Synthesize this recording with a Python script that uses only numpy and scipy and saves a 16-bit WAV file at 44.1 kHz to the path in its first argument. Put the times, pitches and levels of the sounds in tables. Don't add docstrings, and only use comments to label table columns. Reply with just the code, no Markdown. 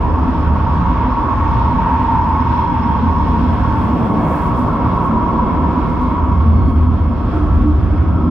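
import sys
import numpy as np
from scipy import signal
from scipy.fft import rfft, irfft, next_fast_len
from scipy.io import wavfile
from scipy.ndimage import uniform_filter1d, minimum_filter1d

SR = 44100
rng = np.random.default_rng(int(sys.argv[2]) if len(sys.argv) > 2 else 0)


def wav_out(sig):
    wavfile.write(sys.argv[1], SR, np.round(np.clip(np.atleast_2d(sig).T, -1, 1) * 32767).astype(np.int16))


N = 366030
SECONDS = np.arange(N) / SR
SIZE = next_fast_len(N, True)
BIN_HZ = np.fft.rfftfreq(SIZE, 1 / SR)

# time in seconds, then level in dB of the main boom, low cabin modes,
# high cabin modes, low floor panels, middle floor panels and high floor panels.
CABIN_LEVELS = [(0.0, -18, -20.5, -28, -29, -23.5, -31), (0.31, -20, -21.5, -28, -25.5, -22.5, -26),
                (0.61, -15, -22, -24.5, -26, -26.5, -31), (0.92, -27, -16.5, -27, -24, -26.5, -30),
                (1.23, -24.5, -23, -26.5, -34.5, -24, -26), (1.54, -15, -20.5, -21.5, -25.5, -27.5, -30),
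                (1.84, -23, -23.5, -25.5, -24.5, -25.5, -30.5),
                (2.15, -18.5, -24, -28, -25.5, -24.5, -31.5),
                (2.46, -21.5, -28, -20.5, -28.5, -21.5, -27.5), (2.77, -23, -25.5, -24, -25.5, -21, -28.5),
                (3.07, -17.5, -24, -23, -23, -20.5, -30.5), (3.38, -20, -20.5, -32.5, -24.0, -20.5, -27),
                (3.69, -18, -22, -22, -22.5, -26.5, -28), (4.0, -23, -29.5, -23.5, -24.5, -19, -23),
                (4.3, -23.5, -25, -27.5, -22, -22.5, -23.5), (4.61, -21.0, -25, -22, -27, -22, -28.5),
                (4.92, -24, -25, -23.5, -23.5, -23.5, -28), (5.23, -26.5, -21.5, -25.5, -26.5, -21, -23.5),
                (5.53, -20, -22.5, -30.5, -22, -20.5, -23.5), (5.84, -20.5, -21, -28, -24, -21.5, -23),
                (6.15, -21.5, -23, -29.5, -25, -22, -24), (6.46, -10.5, -20, -25.5, -22.5, -20.5, -29.0),
                (6.76, -12, -22.5, -26, -27.5, -21, -25.5), (7.0, -13, -22, -21, -23, -24.5, -27.5),
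                (7.18, -21.5, -23, -30, -27.5, -23.5, -29.5), (7.38, -18.5, -20, -25, -25, -26, -26),
                (7.58, -12.5, -12, -25, -24.5, -21.5, -27.5), (7.69, -16, -18, -22.5, -21.5, -18.5, -29),
                (7.75, -13, -19.5, -26, -25, -25.5, -28.5), (7.99, -12, -24, -24, -28.5, -27.5, -26),
                (8.3, -19, -22, -26.5, -21, -20, -21)]
# centre in Hz, width in Hz, relative peak height in dB.
BOOM_MODES = [(80.4, 9, 0.5), (69.2, 10, -4)]
CABIN_LOW_MODES = [(45, 27, -7), (58, 15, -2.5)]
CABIN_HIGH_MODES = [(107, 7.3, -2.5), (120.8, 11, -4.5)]
FLOOR_LOW_MODES = [(157.6, 8.4, 0), (179.8, 21.6, -2)]
FLOOR_MID_MODES = [(225, 14.4, -0.83), (252.2, 13.1, -0.18)]
FLOOR_HIGH_MODES = [(298, 18.4, -0.5), (324.5, 16, -9), (367.8, 20, -9), (507.5, 16, -17)]
BOOM_STEADY = 0.5

# time in seconds, then level in dB of the lower ring, upper ring,
# side ring, first whine and high whine.
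WHEEL_LEVELS = [(0.0, -23.5, -30, -39, -56, -61), (0.44, -32.0, -29, -36, -54, -57),
                (0.87, -26.5, -27.5, -36, -47, -61), (1.31, -25, -23, -34, -49, -59),
                (1.75, -28, -24.5, -35, -47, -56), (2.18, -22.5, -26, -38, -49.5, -62),
                (2.62, -24.5, -26, -37, -46.5, -50.5), (3.06, -25.5, -25.5, -42.5, -50.5, -56.5),
                (3.49, -30, -27.5, -38, -48, -49.5), (3.93, -29, -29, -38, -49.5, -53),
                (4.37, -25.5, -26.5, -35, -48, -56.5), (4.81, -25, -27, -33.5, -49, -62),
                (5.24, -21, -23.5, -33.5, -49.5, -55.5), (5.68, -24, -26.5, -37, -49, -59.5),
                (6.12, -24.5, -27, -35, -47.5, -58), (6.55, -36, -28, -40, -51, -58.5),
                (6.99, -32.5, -32.5, -39.5, -55, -59.5), (7.43, -36, -33, -35.5, -59.5, -59.5),
                (7.86, -42, -36.5, -39.5, -54, -60.5), (8.3, -32, -35, -34, -58, -59)]
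# centre in Hz, width in Hz, relative peak height in dB.
PASSING_RING_MODES = [(872, 31, -8), (909.3, 30, 0), (947, 26, -2), (1850, 100, -30.5), (2570, 330, -39.5)]
LOWER_RING_MODES = [(967, 40, -0.5), (1013, 60, -6.5)]
UPPER_RING_MODES = [(1085, 35, -0.5), (1117, 52, -3)]
SIDE_RING_MODES = [(1256, 44, 0), (1331, 62, -1)]
WHINE_MODES = [(2150, 50, -3), (2190, 50, -0.5), (2280, 35, -7)]
HIGH_WHINE_MODES = [(3258, 76, 1), (3270, 54, -2), (3380, 61, -2.5), (2840, 42, -4.5), (4300, 55, -12),
                    (5240, 200, -12)]
RING_WAVER_DB, WHINE_WAVER_DB = 1.3, 1.9
PASS_S, PASS_DB, NEARING_DB_PER_S, LEAVING_DB_PER_S = 1.98, -18.5, 5, 3.5

# start in seconds, level in dB at the top of the swell.
SQUEAK_EVENTS = [(0.0782, -59), (.14, -63), (0.2205, -58), (0.3092, -61), (0.387, -61.5), (0.635, -62),
                 (1.09, -58), (1.33, -61), (1.5269, -64), (2.2, -58), (2.3905, -56.5), (2.55, -57),
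                 (2.659, -60), (2.7237, -61), (2.8102, -58), (2.93, -60.5)]
SQUEAK_HZ, SQUEAK_WIDTH_HZ = 5290, 100
SQUEAK_RISE_S, SQUEAK_T60_S = 0.015, 0.3
# start in seconds, end in seconds, centre in Hz, width in Hz, level in dB.
THIN_RINGS = [(2, 3.3, 5270, 110, -67), (1.6, 4, 5300, 45, -71), (6.5, 7.37, 4340, 50, -65),
              (9, 8.3, 5300, 50, -74), (3, 8, 8377, 160, -81)]

# start in seconds, peak in dB, pitch in Hz, push in seconds,
# hold in seconds, ring in seconds to fade 60 dB.
KNOCK_EVENTS = [(4.021, -15, 218.6, .04, .06, 0.5), (5.07, -17, 223, .04, .04, 0.4),
                (6.661, -14, 270, .022, 0.0028, 0.2), (7.63, -11, 300.4, 0.039, 0.044, 0.15),
                (6.85, -15.5, 252, 0.032, 0.0071, 0.3), (3.4, -14.5, 252, .022, 0, 0.84),
                (7.3, -19.5, 312, .03, .05, .15), (8.199, -21.5, 250, .022, .08, .5)]

# time in seconds, level of the low part in dB, level of the high part in dB.
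ROAR_LEVELS = [(0, -28, -36), (.5, -30, -35), (1, -29, -34.5), (2, -31, -34.5), (2.4, -32, -33.5),
               (3.4, -29, -35.5), (3.85, -29.5, -34), (3.95, -24, -37), (4.1, -24.5, -35),
               (4.33, -22, -34.5), (4.45, -27.5, -34.5), (4.75, -27, -36.5), (5, -26.5, -37),
               (5.5, -26.5, -36.5), (6, -29.5, -36.5), (6.3, -30, -39.5), (6.6, -29.5, -40),
               (6.9, -32.5, -40.5), (7.1, -30.5, -41), (7.35, -30, -36.5), (7.5, -30.5, -39),
               (7.7, -31.5, -41), (8, -31.5, -38.5), (8.3, -31, -43)]
# centre in seconds, change in dB, half length in seconds.
ROAR_BUMPS = [(0.525, -4, .03), (4.115, -5, 0.032), (5.602, -2, .03), (6.152, 0, 0.017), (6.74, -7, 0.022),
              (6.89, -4.5, 0.03), (7.182, 2, .025), (7.62, 3, 0.024)]
# frequency in Hz, relative dB per Hz.
LOW_ROAR_COLOUR = [(20, -1), (40, -1), (140, 0.5), (330, -0.5), (400, 6.5), (600, 5), (710, 6.5), (780, 3),
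                   (1200, -11.5), (1500, -23), (3000, -61), (6000, -100)]
HIGH_ROAR_COLOUR = [(700, -17), (1200, -8), (1500, -5.5), (2030, -18), (2370, -19), (2600, -18),
                    (3030, -24), (3300, -22), (3600, -26), (4000, -31), (4300, -32.5), (4560, -35),
                    (5100, -33.5), (5600, -35), (6000, -46), (7000, -49), (9000, -55.5), (16000, -83.5)]
AIR_COLOUR = [(5000, -20), (9000, -3), (12000, -1), (16000, 0)]
# centre in Hz, width in Hz, relative peak height in dB.
OVERTONE_MODES = [(1590, 35, -1), (4340, 78, -15.5), (4810, 66, -14), (6360, 340, -21.5), (7700, 400, -29),
                  (10500, 300, -37)]
OVERTONES_DB, AIR_DB = -22.5, -41

# time in seconds, level in dB.
RUSTLE_LEVELS = [(0, -67), (.8, -79.5), (2.9, -76), (3.6, -61.5), (4.15, -60.5), (4.66, -59), (4.74, -63.5),
                 (5.4, -67.5), (6.15, -67), (6.3, -75), (7.1, -70.5), (7.6, -72.5), (7.86, -70),
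                 (7.92, -83), (8.3, -80)]
# frequency in Hz, relative dB per Hz.
RUSTLE_TONE = [(3000, -20), (6000, -1), (8000, 1), (10300, 0), (11500, -3), (12500, 0), (16000, -1)]
# centre in seconds, top level in dB, rise and fall time in seconds.
RUSTLE_PATCHES = [(0.299, -69, .035), (.46, -65, .025), (1.91, -67, 0.039), (2.58, -69.5, .02),
                  (3.85, -68, 0.038), (4.32, -57, 0.053), (4.45, -62, 0.034), (4.59, -59, 0.035),
                  (5.05, -62, .02), (5.28, -72.5, .015), (6.11, -73, .01), (6.69, -60.5, 0.027),
                  (6.82, -68.5, .022), (7.26, -71, .008), (7.366, -70, 0.038), (7.52, -72, .03)]
# start in seconds, starting level in dB, left minus right in dB.
TICK_EVENTS = [(0.8955, -64, -8), (2.4924, -62, -9), (3.1015, -61, -3), (3.5387, -51, 2), (3.7865, -53, -5),
               (3.8488, -51.5, -2), (4.877, -61, -16), (5.533, -54, -13), (5.6112, -56, -3),
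               (5.7959, -55, 2), (5.8992, -52, -8), (5.928, -58, -3), (5.962, -60, -3), (6.0184, -51, -1),
               (6.033, -49, -3), (6.117, -56, -3), (6.3, -59, -3), (6.387, -60, -3), (6.4015, -55, 4),
               (7.681, -48, -3)]
TICK_T60_S = 0.014
SNAPS_PER_S, SNAP_SCATTER_DB, SNAP_DB = 200, 5, -6

# frequency in Hz, side minus mid in dB.
STEREO_WIDTH = [(40, -26), (80, -18), (180, -13.5), (300, -10), (380, -9.5), (700, -9.3), (1300, -9.3),
                (2400, -5), (4400, 0), (8000, .3), (15000, .3)]
# frequency in Hz, left minus right in dB.
STEREO_TILT = [(60, -1), (200, -.5), (400, -.2), (800, -1), (1500, -1), (2500, -2.4), (4500, -5.5),
               (8000, -3), (15000, -3)]
LEFT_LAG_S = 3e-5
CEILING_DB, TOP_HZ, EDGE_S = -2.3, 15700, 0.012


def cabin():
    # modes, waver in dB, steadiness
    layers = [(BOOM_MODES, 0.33, BOOM_STEADY), (CABIN_LOW_MODES, 0.55, BOOM_STEADY),
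              (CABIN_HIGH_MODES, 0.41, 0), (FLOOR_LOW_MODES, 0.91, 0),
              (FLOOR_MID_MODES, 1.4, 0), (FLOOR_HIGH_MODES, 1.2, 0)]
    levels = curves(CABIN_LEVELS)
    return sum(undb(db) * body(modes, waver_db, 4.0, steady)
               for db, (modes, waver_db, steady) in zip(levels, layers))


def wheels():
    lower_db, upper_db, side_db, whine_db, high_whine_db = curves(WHEEL_LEVELS)
    since = SECONDS - PASS_S
    passing_db = PASS_DB - np.maximum(-NEARING_DB_PER_S * since, LEAVING_DB_PER_S * since)
    rings = [(passing_db, PASSING_RING_MODES), (lower_db, LOWER_RING_MODES),
             (upper_db, UPPER_RING_MODES), (side_db, SIDE_RING_MODES)]
    whines = [(whine_db, WHINE_MODES), (high_whine_db, HIGH_WHINE_MODES)]
    ringing = sum(undb(db) * body(modes, RING_WAVER_DB, 6.0) for db, modes in rings)
    whining = sum(undb(db) * body(modes, WHINE_WAVER_DB, 12.0) for db, modes in whines)
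    return ringing + whining


def squeaks():
    rasp = unit(ring(SQUEAK_HZ, SQUEAK_WIDTH_HZ, 1.5, 40.0))
    rasp_level = sum(swell(s, db, SQUEAK_T60_S, SQUEAK_RISE_S) for s, db in SQUEAK_EVENTS)
    thin = 0
    for start, end, hz, width_hz, db in THIN_RINGS:
        fade = np.clip(np.minimum(SECONDS - start, end - SECONDS) / 0.06, 0, 1)
        thin = thin + undb(db) * fade * unit(ring(hz, width_hz, 2.5, 12.0))
    return rasp * rasp_level + thin


def knocks():
    return sum(swell(s, db, t60, push, hold) * np.sin(2 * np.pi * hz * (SECONDS - s))
               for s, db, hz, push, hold, t60 in KNOCK_EVENTS)


def tunnel_roar():
    low_db, high_db = curves(ROAR_LEVELS)
    for s, change_db, half_s in ROAR_BUMPS:
        high_db = high_db + change_db * np.exp(-((SECONDS - s) / half_s) ** 2)
    low = roar(LOW_ROAR_COLOUR, 1.0)
    overtones = undb(OVERTONES_DB) * body(OVERTONE_MODES, 2.0, 8.0)
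    air = undb(AIR_DB) * roar(AIR_COLOUR, 1.1)
    high = roar(HIGH_ROAR_COLOUR, 1.4) + overtones + air
    return undb(low_db) * low + undb(high_db) * high


def rustle():
    fine = unit(undb(2.6 * rng.exponential(size=N) + 1.2 * walk(16)))
    snap_hits = rng.random(N) < SNAPS_PER_S / SR
    snaps = unit(snap_hits * undb(SNAP_SCATTER_DB * rng.standard_normal(N)))
    crackle = rustle_noise(fine + undb(SNAP_DB) * snaps)
    ticks = 0
    for s, db, pan_db in TICK_EVENTS:
        decay = (SECONDS >= s) * 1000.0 ** (-np.abs(SECONDS - s) / TICK_T60_S)
        ticks = ticks + np.outer(undb([db + pan_db / 2, db - pan_db / 2]), decay)
    patches = sum(undb(db) / np.cosh(np.clip((SECONDS - s) / half_s, -30, 30))
                  for s, db, half_s in RUSTLE_PATCHES)
    return (undb(curves(RUSTLE_LEVELS)[0]) + patches) * crackle + ticks * rustle_noise(1)


def rustle_noise(grain):
    return unit(wave(rfft(wave(roughness()) * grain, SIZE) * gains(RUSTLE_TONE)))


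def body(modes, waver_db, rate, steady=0):
    return unit(sum(undb(db) * ring(hz, width_hz, waver_db, rate, steady) for hz, width_hz, db in modes))


def ring(hz, width_hz, waver_db, rate, steady=0):
    detune = (BIN_HZ - hz ** 2 / (BIN_HZ + 1e-9)) / (1.5 * width_hz)
    x = unit(wave(roughness() / (1 + detune ** 2)))
    if steady:
        power = uniform_filter1d(np.mean(x ** 2, axis=0), size=int(SR / width_hz / 4))
        x = unit(x / (power + 0.05) ** (steady / 2))
    return x * np.sqrt(width_hz) * undb(waver_db * walk(rate))


def roar(colour, flicker_db):
    spectrum = roughness() * gains(colour)
    together = walk(6.5)
    octave = np.log2(BIN_HZ + 1)
    total = 0
    for k in range(4, 16):
        part = wave(spectrum * np.maximum(1 - np.abs(octave - k), 0))
        total = total + part * undb(flicker_db * (0.4 * together + walk(10)))
    return unit(total)


def roughness():
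    a, b, c, d = rng.standard_normal((4, len(BIN_HZ)))
    mid = a + 1j * b
    side = (c + 1j * d) * gains(STEREO_WIDTH)
    half_tilt = np.sqrt(gains(STEREO_TILT))
    lag = np.exp(-2j * np.pi * BIN_HZ * LEFT_LAG_S)
    return np.array([(mid + side) * half_tilt * lag, (mid - side) / half_tilt])


def swell(s, db, t60, rise, hold=0):
    t = np.maximum(SECONDS - s, 0)
    attack = np.sin(np.pi / 2 * np.minimum(t / rise, 1)) ** 2
    return undb(db) * attack * 1000.0 ** (-np.maximum(t - rise - hold, 0) / t60)


def walk(rate):
    k = int(SR / rate)
    steps = np.repeat(rng.standard_normal(N // k + 1), k)
    return 1.22 * uniform_filter1d(uniform_filter1d(steps, k), k)[:N]


def wave(spectrum):
    return irfft(spectrum, SIZE)[:, :N]


def gains(points):
    hz, db = np.transpose(points)
    return undb(np.interp(np.log(BIN_HZ + 1), np.log(hz + 1), db))


def curves(table):
    s, *columns = np.transpose(table)
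    return [np.interp(SECONDS, s, column) for column in columns]


def unit(x):
    return x / np.sqrt(np.mean(x ** 2))


def undb(db):
    return 10 ** (np.asarray(db) / 20)


def scene():
    return cabin() + wheels() + squeaks() + knocks() + tunnel_roar() + rustle()


def record(dry):
    to_edge = np.minimum(SECONDS, SECONDS[-1] - SECONDS)
    dry = dry * np.sin(np.pi / 2 * np.clip(to_edge / EDGE_S, 0, 1))
    peak = np.abs(dry).max(axis=0) + 1e-9
    need = np.minimum(1, undb(CEILING_DB) / peak) ** 1.1
    gain = uniform_filter1d(minimum_filter1d(need, size=882), size=882)
    low_pass = signal.ellip(11, 0.1, 40, TOP_HZ, fs=SR, output="sos")
    return signal.sosfiltfilt(low_pass, dry * gain)


dry = scene()
out = record(dry)
wav_out(out)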